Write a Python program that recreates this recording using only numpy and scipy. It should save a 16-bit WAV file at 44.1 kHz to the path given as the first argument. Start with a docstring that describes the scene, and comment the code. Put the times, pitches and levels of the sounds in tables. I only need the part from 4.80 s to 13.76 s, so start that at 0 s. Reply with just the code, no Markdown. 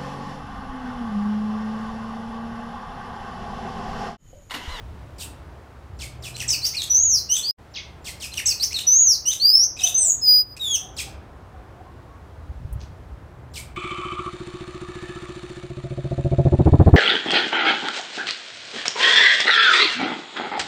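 """A tanager gives sharp falling chips, two phrases of squeaky song and a long whistle near a garden feeder.
Its notes are gliding tones with overtones and rasp from the two-sided voice box (syrinx).
Nearby walls, made of delayed copies and fading noise, throw the notes back so that they beat and smear.
Behind it: shaped noise for the rumble and hiss of outdoors, a faint hum that comes and goes,
soft distant hoots, and a few dull bumps and a light rustle at the microphone. Once the sound cuts out."""
import sys
import numpy as np
from scipy import signal
from scipy.fft import rfft, irfft, next_fast_len
from scipy.io import wavfile
from scipy.ndimage import uniform_filter1d, map_coordinates

SR = 44100
rng = np.random.default_rng(int(sys.argv[2]) if len(sys.argv) > 2 else 0)


def waveform_to_disk(signal):
    """Save audio, clipped to [-1, 1], as 16-bit WAV at the path in sys.argv[1]."""
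    frames = np.transpose(np.atleast_2d(signal))
    scaled = np.clip(frames, -1, 1) * 32767
    samples = np.round(scaled).astype(np.int16)
    wavfile.write(sys.argv[1], SR, samples)


N = 395136
TIME = np.arange(N) / SR
TOP_HZ = 15850  # no sound is kept above this pitch


def amp(db):
    """Turn decibels into a plain multiplier."""
    return 10 ** (np.asarray(db) / 20)


def unit(x):
    """Scale a sound to an average (RMS) strength of 1."""
    return x / np.sqrt(np.mean(x ** 2) + 1e-20)


def along(points, hz):
    """Read a (frequency [Hz], value) table at hz, joining its points on a log frequency axis."""
    f, v = np.transpose(points)
    return np.interp(np.log(hz + 1), np.log(f + 1), v)


def curves(rows, t=TIME):
    """Read each column after the time column at times t."""
    s, *columns = np.transpose(rows)
    return [np.interp(t, s, column) for column in columns]


def wobble(rate, size):
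    """A smooth random curve through `rate` random points a second."""
    knots = rng.standard_normal(int(size * rate / SR) + 4)
    return map_coordinates(knots, [np.arange(size) * rate / SR])


def filtered(x, response):
    """Scale every frequency of a sound by response(frequency)."""
    m = next_fast_len(len(x) + 8192)
    return irfft(rfft(x, m) * response(np.fft.rfftfreq(m, 1 / SR)), m)[:len(x)]


def add(track, s, sound):
    """Mix a sound into the track at time s."""
    start = max(round(s * SR), 0)
    part = track[start:start + len(sound)]
    part += sound[:len(part)]


# tone balance of the outdoor noise: (frequency [Hz], relative level [dB per Hz])
AIR = [(12, -43), (20, -22.5), (70, 3.5), (126, -5.5), (213, -15), (315, -14), (491, -17), (649, -17),
       (1130, -21), (1870, -26), (3640, -32.5), (5230, -37), (15500, -49)]
# background before and after the dropout, before small lifts: (time [s], rumble level [dB], wash level [dB])
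BACKGROUND = [
    [(0.0, -43, -49), (0.7, -48, -49), (0.83, -52, -49), (1.01, -51, -50), (1.14, -47, -50),
     (1.48, -47, -49), (1.6, -46, -49), (1.92, -49, -51), (2.37, -47, -52), (2.46, -49, -52),
     (2.55, -53, -52)],
    [(2.95, -53, -51), (3.17, -48, -50), (3.84, -49, -51), (4.66, -54, -54), (5.14, -50, -49),
     (5.64, -52, -54), (6.18, -46, -48), (7.42, -49, -50), (7.92, -40, -51), (8.44, -47, -50),
     (8.96, -46, -50)],
]
# the thin hiss: (time [s], level [dB])
HISS = [(0, -59), (1.1, -62), (3.1, -61.5), (5.6, -67), (6.5, -63), (8.05, -62), (8.96, -65.5)]
# the hum, before a 1 dB lift: (time [s], level [dB])
HUM = [(0, -70), (1, -59), (1.3, -42), (1.7, -42), (2.2, -68), (8.3, -73.5), (8.6, -45), (8.96, -49.5)]


def outdoors(rumble_hz=220, hiss_hz=1800, hum_hz=124):
    """Noise split into distant rumble, middle wash and thin hiss, each with its own level, plus a wavering hum."""
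    def below(hz, edge):
        return 1 / np.sqrt(1 + (hz / edge) ** 8)

    def above(hz, edge):
        return np.sqrt(1 - below(hz, edge) ** 2)

    def band(shape):
        noise = rng.standard_normal(N)
        return unit(filtered(noise, lambda hz: amp(along(AIR, hz)) * shape(hz)))

    rumble_db, wash_db = curves(np.concatenate(BACKGROUND))
    rumble_db = rumble_db + 4.2 + 0.54 * wobble(7.8, N)
    wash_db = wash_db + 0.3 + 0.479 * wobble(12, N)
    rumble = amp(rumble_db) * band(lambda hz: below(hz, rumble_hz))
    wash = amp(wash_db) * band(lambda hz: above(hz, rumble_hz) * below(hz, hiss_hz))
    hiss = amp(curves(HISS)[0]) * band(lambda hz: above(hz, hiss_hz))
    hum_phase = 2 * np.pi * np.cumsum(hum_hz + 1.2 * wobble(2, N)) / SR
    hum = amp(curves(HUM)[0] + 1) * np.sin(hum_phase)
    return rumble + wash + hiss + hum


# tone balance of the bird's rasp: (frequency [Hz], relative level [dB per Hz])
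RASP = [(1200, -18.5), (1850, -8.5), (2500, -3), (4000, -1.5), (6000, 0.5), (8200, 1), (10500, -2.5),
        (15500, -17.5)]


def syrinx(hz, level_db, octave_db, rough, jitter=.06, flutter_db=7, rough_rate=420, third_db=-2, fall_db=-6,
           cap_db=-17, blur=1.0, rasp_db=-24, loose_hz=4200, fast_glide=11):
    """A gliding whistle with overtones; roughness shakes its pitch and strength and adds a rasp."""
    size = len(hz)
    # the membranes vibrate cleanly on high held notes, loosely on low notes and in fast glides
    glide = np.minimum(np.abs(np.gradient(np.log(hz))) * SR / fast_glide, 1) ** 2
    low_note = 1 / (1 + (hz / loose_hz) ** 12)
    loose = np.maximum(uniform_filter1d(glide, 400), low_note)
    rough = np.abs(rough) + .13 * glide
    hz = hz * (1 + jitter * rough * wobble(rough_rate, size))
    phase = 2 * np.pi * np.cumsum(hz) / SR

    def smear():
        return 2 * blur * np.sqrt(np.abs(rough)) * wobble(1300, size)

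    octave_phase = 2 * phase + smear() * np.clip(hz / loose_hz - .8, 0, 1)
    tone = amp(level_db) * np.sin(phase)
    tone += amp(octave_db) * np.sin(octave_phase) * (2 * hz < TOP_HZ)
    # the higher overtones are weaker and lose their phase sooner
    loudest_db = np.maximum(level_db, octave_db)
    upper_db = np.minimum(octave_db + third_db, loudest_db + cap_db * (1 - rough))
    for k in range(3, 7):
        tone += amp(upper_db + fall_db * (k - 3)) * np.sin(k * phase + smear()) * (k * hz < TOP_HZ)
    # the rasp grows more slowly than the whistle
    noise = unit(filtered(rng.standard_normal(size), lambda f: amp(along(RASP, f))))
    rasp = 2 * amp(rasp_db + 0.4 * loudest_db) * (loose + 0.054) * np.abs(rough) ** 0.89 * noise
    edges = signal.windows.tukey(size, min(.007 * SR / size, 1))
    flutter = amp(flutter_db * rough * wobble(rough_rate, size))
    return (np.sqrt(2) * tone + rasp) * edges * flutter


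# the octave is strongest where it meets the throat's resonance near 6 kHz:
# (pitch [Hz], octave over the basic tone [dB], before each note's own extra)
OCTAVE = [(2000, -4), (2400, -2), (2750, 5), (3050, 13), (3350, -3), (3700, -21), (5000, -18), (5800, -22),
          (6500, -38)]


def voice(hz, level_db, rough, extra_octave_db):
    """The syrinx heard through the throat, which favours the octave at some pitches."""
    return syrinx(hz, level_db, level_db + along(OCTAVE, hz) + extra_octave_db, rough)


# falling chips: (time [s], pitch the fall heads for [Hz], length [s], level [dB], overtone offset [dB],
# second voice offset [dB], treble boost [dB])
CHIPS = [ (0.381, 2500, .057, -43.5, -3, 1, 6), (1.188, 1950, .063, -40.5, -4.5, -1, 1),
         (1.422, 2300, .069, -38.5, -5.5, -12, 1.5), (2.937, 1900, .059, -38, -5, 2, -40),
         (3.242, 1780, .06, -39, 0, -2, 4), (3.398, 2260, .062, -38, 0.5, -7.5, 3),
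         (6.163, 1850, .048, -35.5, 1, 0, 2.5), (7.994, 2500, .03, -63, -8, -8, -14),
         (8.735, 1900, .06, -41.2, -3.5, -1, 4), ]


def chips(start_hz=6200, lag=0.02, second_length=.026, onset_db=-8, lead_hz=7200, lead_db=-25, treble_hz=7000):
    """A thin high lead-in, then a plunge that swells and frays; the syrinx's other side follows a moment later."""
    glide_s, echo_db = .018, -3  # time constant of the plunge; strength of its wall echo
    lead_s = .022
    for s, end_hz, length, db, overtone_db, second_db, treble_db in CHIPS:
        t = np.arange(int(length * SR)) / SR
        hz = end_hz + (start_hz - end_hz) * np.exp(-t / glide_s)
        effort = db + np.interp(t / length, [0, .25, .7, 1], [onset_db, -3, 0, -5])
        octave = effort + overtone_db + np.interp(t / length, [0, .55, 1], [-10, 2, -6])
        rough = np.interp(t / length, [0, .6, 1], [.03, .32, .38])

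        def colour(x):
            return filtered(x, lambda f: amp(treble_db / (1 + (treble_hz / (f + 1)) ** 30)))

        lead_in = syrinx(np.full(int(lead_s * SR), lead_hz), db + lead_db, db + lead_db - 12, .15)
        yield s - lead_s, lead_in, echo_db
        yield s, colour(syrinx(hz, effort, octave, rough)), echo_db
        early = t < second_length
        second = voice(hz[early], db + second_db, rough[early], -8)
        yield s + lag, colour(second), echo_db


# how long the later echoes take to fade by 60 dB: (frequency [Hz], fade time [s])
GARDEN = [(2000, 0.71), (5000, 0.43), (9000, 0.25), (15000, 0.25)]


def walls(x, early_t60=0.26, late_db=-5, first_s=0.0053):
    """Echoes made of fading noise: dense early reflections and a longer tail whose treble dies first."""
    hz, t, z = signal.stft(rng.standard_normal(SR // 2), SR, nperseg=256)
    early = amp(-60 * t / early_t60)
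    late = amp(late_db - 60 * t / along(GARDEN, hz)[:, None])
    tail = signal.istft(z * (early + late), SR, nperseg=256)[1]
    # silent until first_s, then rising to full by twice that time
    tail *= np.clip(np.arange(len(tail)) / (first_s * SR) - 1, 0, 1)
    return signal.fftconvolve(x, tail / np.linalg.norm(tail))


# tone balance of the notes: (frequency [Hz], boost [dB])
NOTE_TONE = [(2000, 1), (7500, 0), (8500, 5), (9600, -5), (11300, 5), (13000, -4), (14700, 11), (15800, 1)]
# the nearest walls: (delay [s], level [dB])
REFLECTIONS = [(.021, -8), (.043, -27)]


def tanager(beam_hz=7500, diffuse_db=-1, shade_db=-1.5):
    """Notes arrive directly and off walls; a bird that faces away sends more, and its treble, to the walls."""
    track = np.zeros(N)
    for s, note, echo_db in [*syllables(), held_whistle(), *chips()]:
        note = filtered(note, lambda hz: amp(along(NOTE_TONE, hz)))
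        away = amp(echo_db)
        treble = filtered(note, lambda hz: 1 / (1 + (beam_hz / (hz + 1)) ** 8))
        direct = note - np.minimum(away, .8) * treble
        direct = direct * amp(shade_db * np.minimum(away, 1) ** 3)
        # no tail outlasts the dropout
        heard = track[:int(DROPOUT[2][0] * SR)] if s < DROPOUT[0][0] else track
        add(heard, s, direct)
        add(heard, s, amp(diffuse_db) * walls(note * away))
        for delay, db in REFLECTIONS:
            add(heard, s + delay, amp(db) * note * away)
    return track


# two phrases in the same order, the second carried on to its ending:
# (time [s], syllable name, length [s], level [dB], wall echo [dB])
SONG = [ (1.540, "peep", .022, -36, -3), (1.559, "snap", .012, -42, -3), (1.594, "chirp", .038, -33.5, -3),
        (1.675, "sizzle", .03, -29, -3), (1.677, "dive", .025, -22, -3), (1.694, "swoop", .066, -25.5, -4),
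        (1.730, "undertone", .027, -37.5, -5), (1.815, "upsweep", .062, -21.5, -3),
        (1.932, "hook", .029, -34.5, -3), (1.966, "slur", .050, -27, -3), (2.015, "snap", .014, -36, -1),
        (2.096, "arch", .300, -16.8, -4.5), (2.488, "twang", .062, -31.5, -3),
        (2.552, "flick", .028, -31, -2), (2.556, "sizzle", .02, -26, -2), (2.628, "rise", .200, -21, -3.5),
        (3.515, "peep", .020, -36, -4.5), (3.534, "snap", .014, -37, -4.5),
        (3.566, "chirp", .040, -31, -4.5), (3.652, "sizzle", .03, -26, -6),
        (3.655, "dive", .027, -18.5, -6), (3.675, "swoop", .060, -21, -6.5),
        (3.702, "undertone", .031, -34, -6), (3.797, "upsweep", .057, -19, -6),
        (3.906, "hook", .030, -34.5, -3), (3.939, "slur", .047, -26.5, -3), (3.985, "snap", .013, -30, -3),
        (4.066, "arch", .296, -13.2, -6.5), (4.452, "twang", .058, -30.5, -5),
        (4.511, "flick", .029, -31, -5), (4.597, "rise", .265, -14.5, -6), (4.964, "creak", .022, -43, -1),
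        (4.986, "dip", .040, -29.5, -1), (5.026, "twang", .035, -30, -7), (5.060, "flick", .025, -28, -3),
        (5.141, "pip", .114, -14, -10), (5.168, "squeal", .148, -20.5, -3), (5.764, "creak", .021, -44, -7),
        (5.794, "droop", .186, -27.3, -7), ]
# each syllable's pitch at even steps from its start to its end: name: (pitch [Hz], ...)
PITCH_PATHS_HZ = { "peep": (3850, 4150, 4250), "snap": (4900, 3200, 2100),
                  "chirp": (3600, 2700, 2350, 1500), "sizzle": (7500, 7800, 7500),
                  "dive": (6900, 5750, 5050), "swoop": (7400, 5600, 4950, 4500, 4230),
                  "undertone": (3000, 2600, 2400), "upsweep": (4080, 4300, 4700, 5550, 6900),
                  "hook": (1980, 2200, 2450, 3050), "slur": (4500, 4170, 3800, 3580),
                  "arch": (5850, 6020, 6480, 6840, 6350, 5480, 3950), "twang": (2750, 2940, 3070, 3300),
                  "flick": (3500, 3850, 3500, 2450),
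                  "rise": (4100, 4650, 4820, 5000, 5220, 5400, 5730, 6600), "creak": (2400, 2700),
                  "dip": (4050, 3750, 2600, 2480), "pip": (6130, 6220, 6220, 6050, 5750),
                  "squeal": (8550, 8350, 7700, 7050, 6500),
                  "droop": (3830, 3780, 3560, 3400, 3350, 3170, 2480), }
# how each syllable is blown:
# name: (attack [s], release [s], swell over the note [dB], extra octave [dB], roughness [0-1])
BLOWING = { "peep": (.015, .002, 0, 5, .2), "snap": (.002, .003, 0, -9, .6),
           "chirp": (.014, .004, -5, -6, .35), "sizzle": (.004, .008, 0, 4, .5),
           "dive": (.006, .006, 0, 5, .25), "swoop": (.008, .008, -13, 4, .17),
           "undertone": (.002, .005, -2, -14, .3), "upsweep": (.04, .008, 2, 5, .22),
           "hook": (.014, .004, 2, 1, .2), "slur": (.004, .006, -8, 2, .22),
           "arch": (.011, .045, -1.5, 0, .12), "twang": (.012, .003, 2, 3, .06),
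           "flick": (.002, .009, -3, 5, .4), "rise": (.042, .02, -1, -3, .06),
           "creak": (.004, .004, 0, -3, .3), "dip": (.009, .005, -6, -3, .38),
           "pip": (.011, .075, 0, -6, .03), "squeal": (.012, .008, 8, 9, .4),
           "droop": (.024, .03, -3, 2, .08), }


def syllables():
    """Each syllable glides along its pitch path under an attack, a steady swell and a release."""
    edge_db = -16  # added at a syllable's very start and end
    waver_db, waver_per_s = 2.2, 70  # a random waver in level, like a note beating with its echoes
    for s, name, length, db, echo_db in SONG:
        attack, release, swell_db, octave_db, rough = BLOWING[name]
        path = PITCH_PATHS_HZ[name]
        t = np.arange(int(length * SR)) / SR
        corners = np.interp(t / length, np.linspace(0, 1, len(path)), path)
        hz = uniform_filter1d(corners, len(t) // (2 * len(path)), mode="nearest")
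        edge = np.maximum(1 - t / attack, 0) + np.maximum(1 - (length - t) / release, 0)
        level_db = db + swell_db * (t / length - .5) + edge_db * edge
        level_db = level_db + waver_db * wobble(waver_per_s, len(t))
        yield s, voice(hz, level_db, rough, octave_db), echo_db


# distant calls: (time [s], length [s], middle pitch [Hz], glide [Hz], level before the mix [dB])
FAR_CALLS = [(4.76, .12, 765, 30, -58), (4.99, .12, 725, -30, -46.5), (5.19, .15, 668, 20, -51),
             (6.01, .10, 752, 10, -50), (6.22, .11, 778, 10, -50), (6.71, .10, 757, 20, -52),
             (6.95, .09, 718, 80, -49), (7.03, .11, 1075, 30, -57), (7.27, .11, 1118, -10, -54)]


def far_calls():
    """Soft hoots of a distant bird: wavering tones that swell and fade, blurred by echoes."""
    track = np.zeros(N)
    for s, length, hz, glide_hz, db in FAR_CALLS:
        u = np.linspace(0, 1, int(length * SR))
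        pitch = (hz + glide_hz * (u - .5)) * (1 + .02 * wobble(70, len(u)))
        strength = amp(db + 3.4 * wobble(50, len(u))) * np.sin(np.pi * u)
        call = strength * np.sin(2 * np.pi * np.cumsum(pitch) / SR)
        add(track, s, 1.52 * call)
        add(track, s, 1.1 * walls(call))
    return track


# the long whistle after the second phrase: (time [s], pitch [Hz], level [dB])
HELD_WHISTLE = [(5.412, 5111, -38), (5.432, 5098, -21), (5.472, 4938, -17), (5.486, 4916, -10),
                (5.562, 4928, -12), (5.612, 4943, -17), (5.648, 4926, -47), (5.728, 4936, -41),
                (5.755, 4940, -53)]


def held_whistle(rough=.025, octave_db=-7, echo_db=-30):
    """One pure, almost dry note that sinks to a thin thread of tone."""
    start, end = HELD_WHISTLE[0][0], HELD_WHISTLE[-1][0]
    hz, level_db = curves(HELD_WHISTLE, np.arange(start, end, 1 / SR))
    return start, voice(hz, level_db, rough, octave_db), echo_db


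# microphone bumps: (time of the middle [s], pitch [Hz], spread either side [s], strength [dB])
BUMPS = [(7.707, 62, 0.0095, -27.5), (7.772, 57.7, 0.014, -29.5), (7.854, 79.4, 0.0039, -20.5),
         (7.932, 61, 0.01, -19), (7.963, 96, 0.0056, -21), (8.334, 58.8, 0.016, -29.5)]
# one light rustle: (time [s], centre frequency [Hz], time to fade by 60 dB [s], level [dB])
RUSTLE = (7.928, 11000, .06, -45)


def handling():
    """Dull bumps on the microphone, as short bell-shaped bursts of low tone, and a rustle of fading noise."""
    track = np.zeros(N)
    for s, hz, spread, db in BUMPS:
        swell = np.exp(-((TIME - s) / spread) ** 2 / 2)
        track -= amp(db) * swell * np.sin(2 * np.pi * hz * (TIME - s))
    t = np.arange(SR // 4) / SR
    s, centre_hz, t60, db = RUSTLE
    noise = rng.standard_normal(len(t))
    noise = unit(filtered(noise, lambda hz: np.exp(-(np.log((hz + 1) / centre_hz) / .5) ** 2)))
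    add(track, s, noise * amp(db - 60 * t / t60))
    return track


def scene():
    """All the layers together, as one channel."""
    return (tanager() + outdoors() + far_calls() + handling())[None]


# the sound cuts out briefly: (time [s], level [dB])
DROPOUT = [(2.709, 0), (2.713, -35), (2.735, -70), (2.765, -70), (2.787, 0)]


def record(dry):
    """The sound drops out for a moment; nothing passes above the band limit."""
    level = amp(curves(DROPOUT)[0])
    return filtered(dry[0] * level, lambda hz: hz < TOP_HZ)[None]


dry = scene()
out = record(dry)
waveform_to_disk(out)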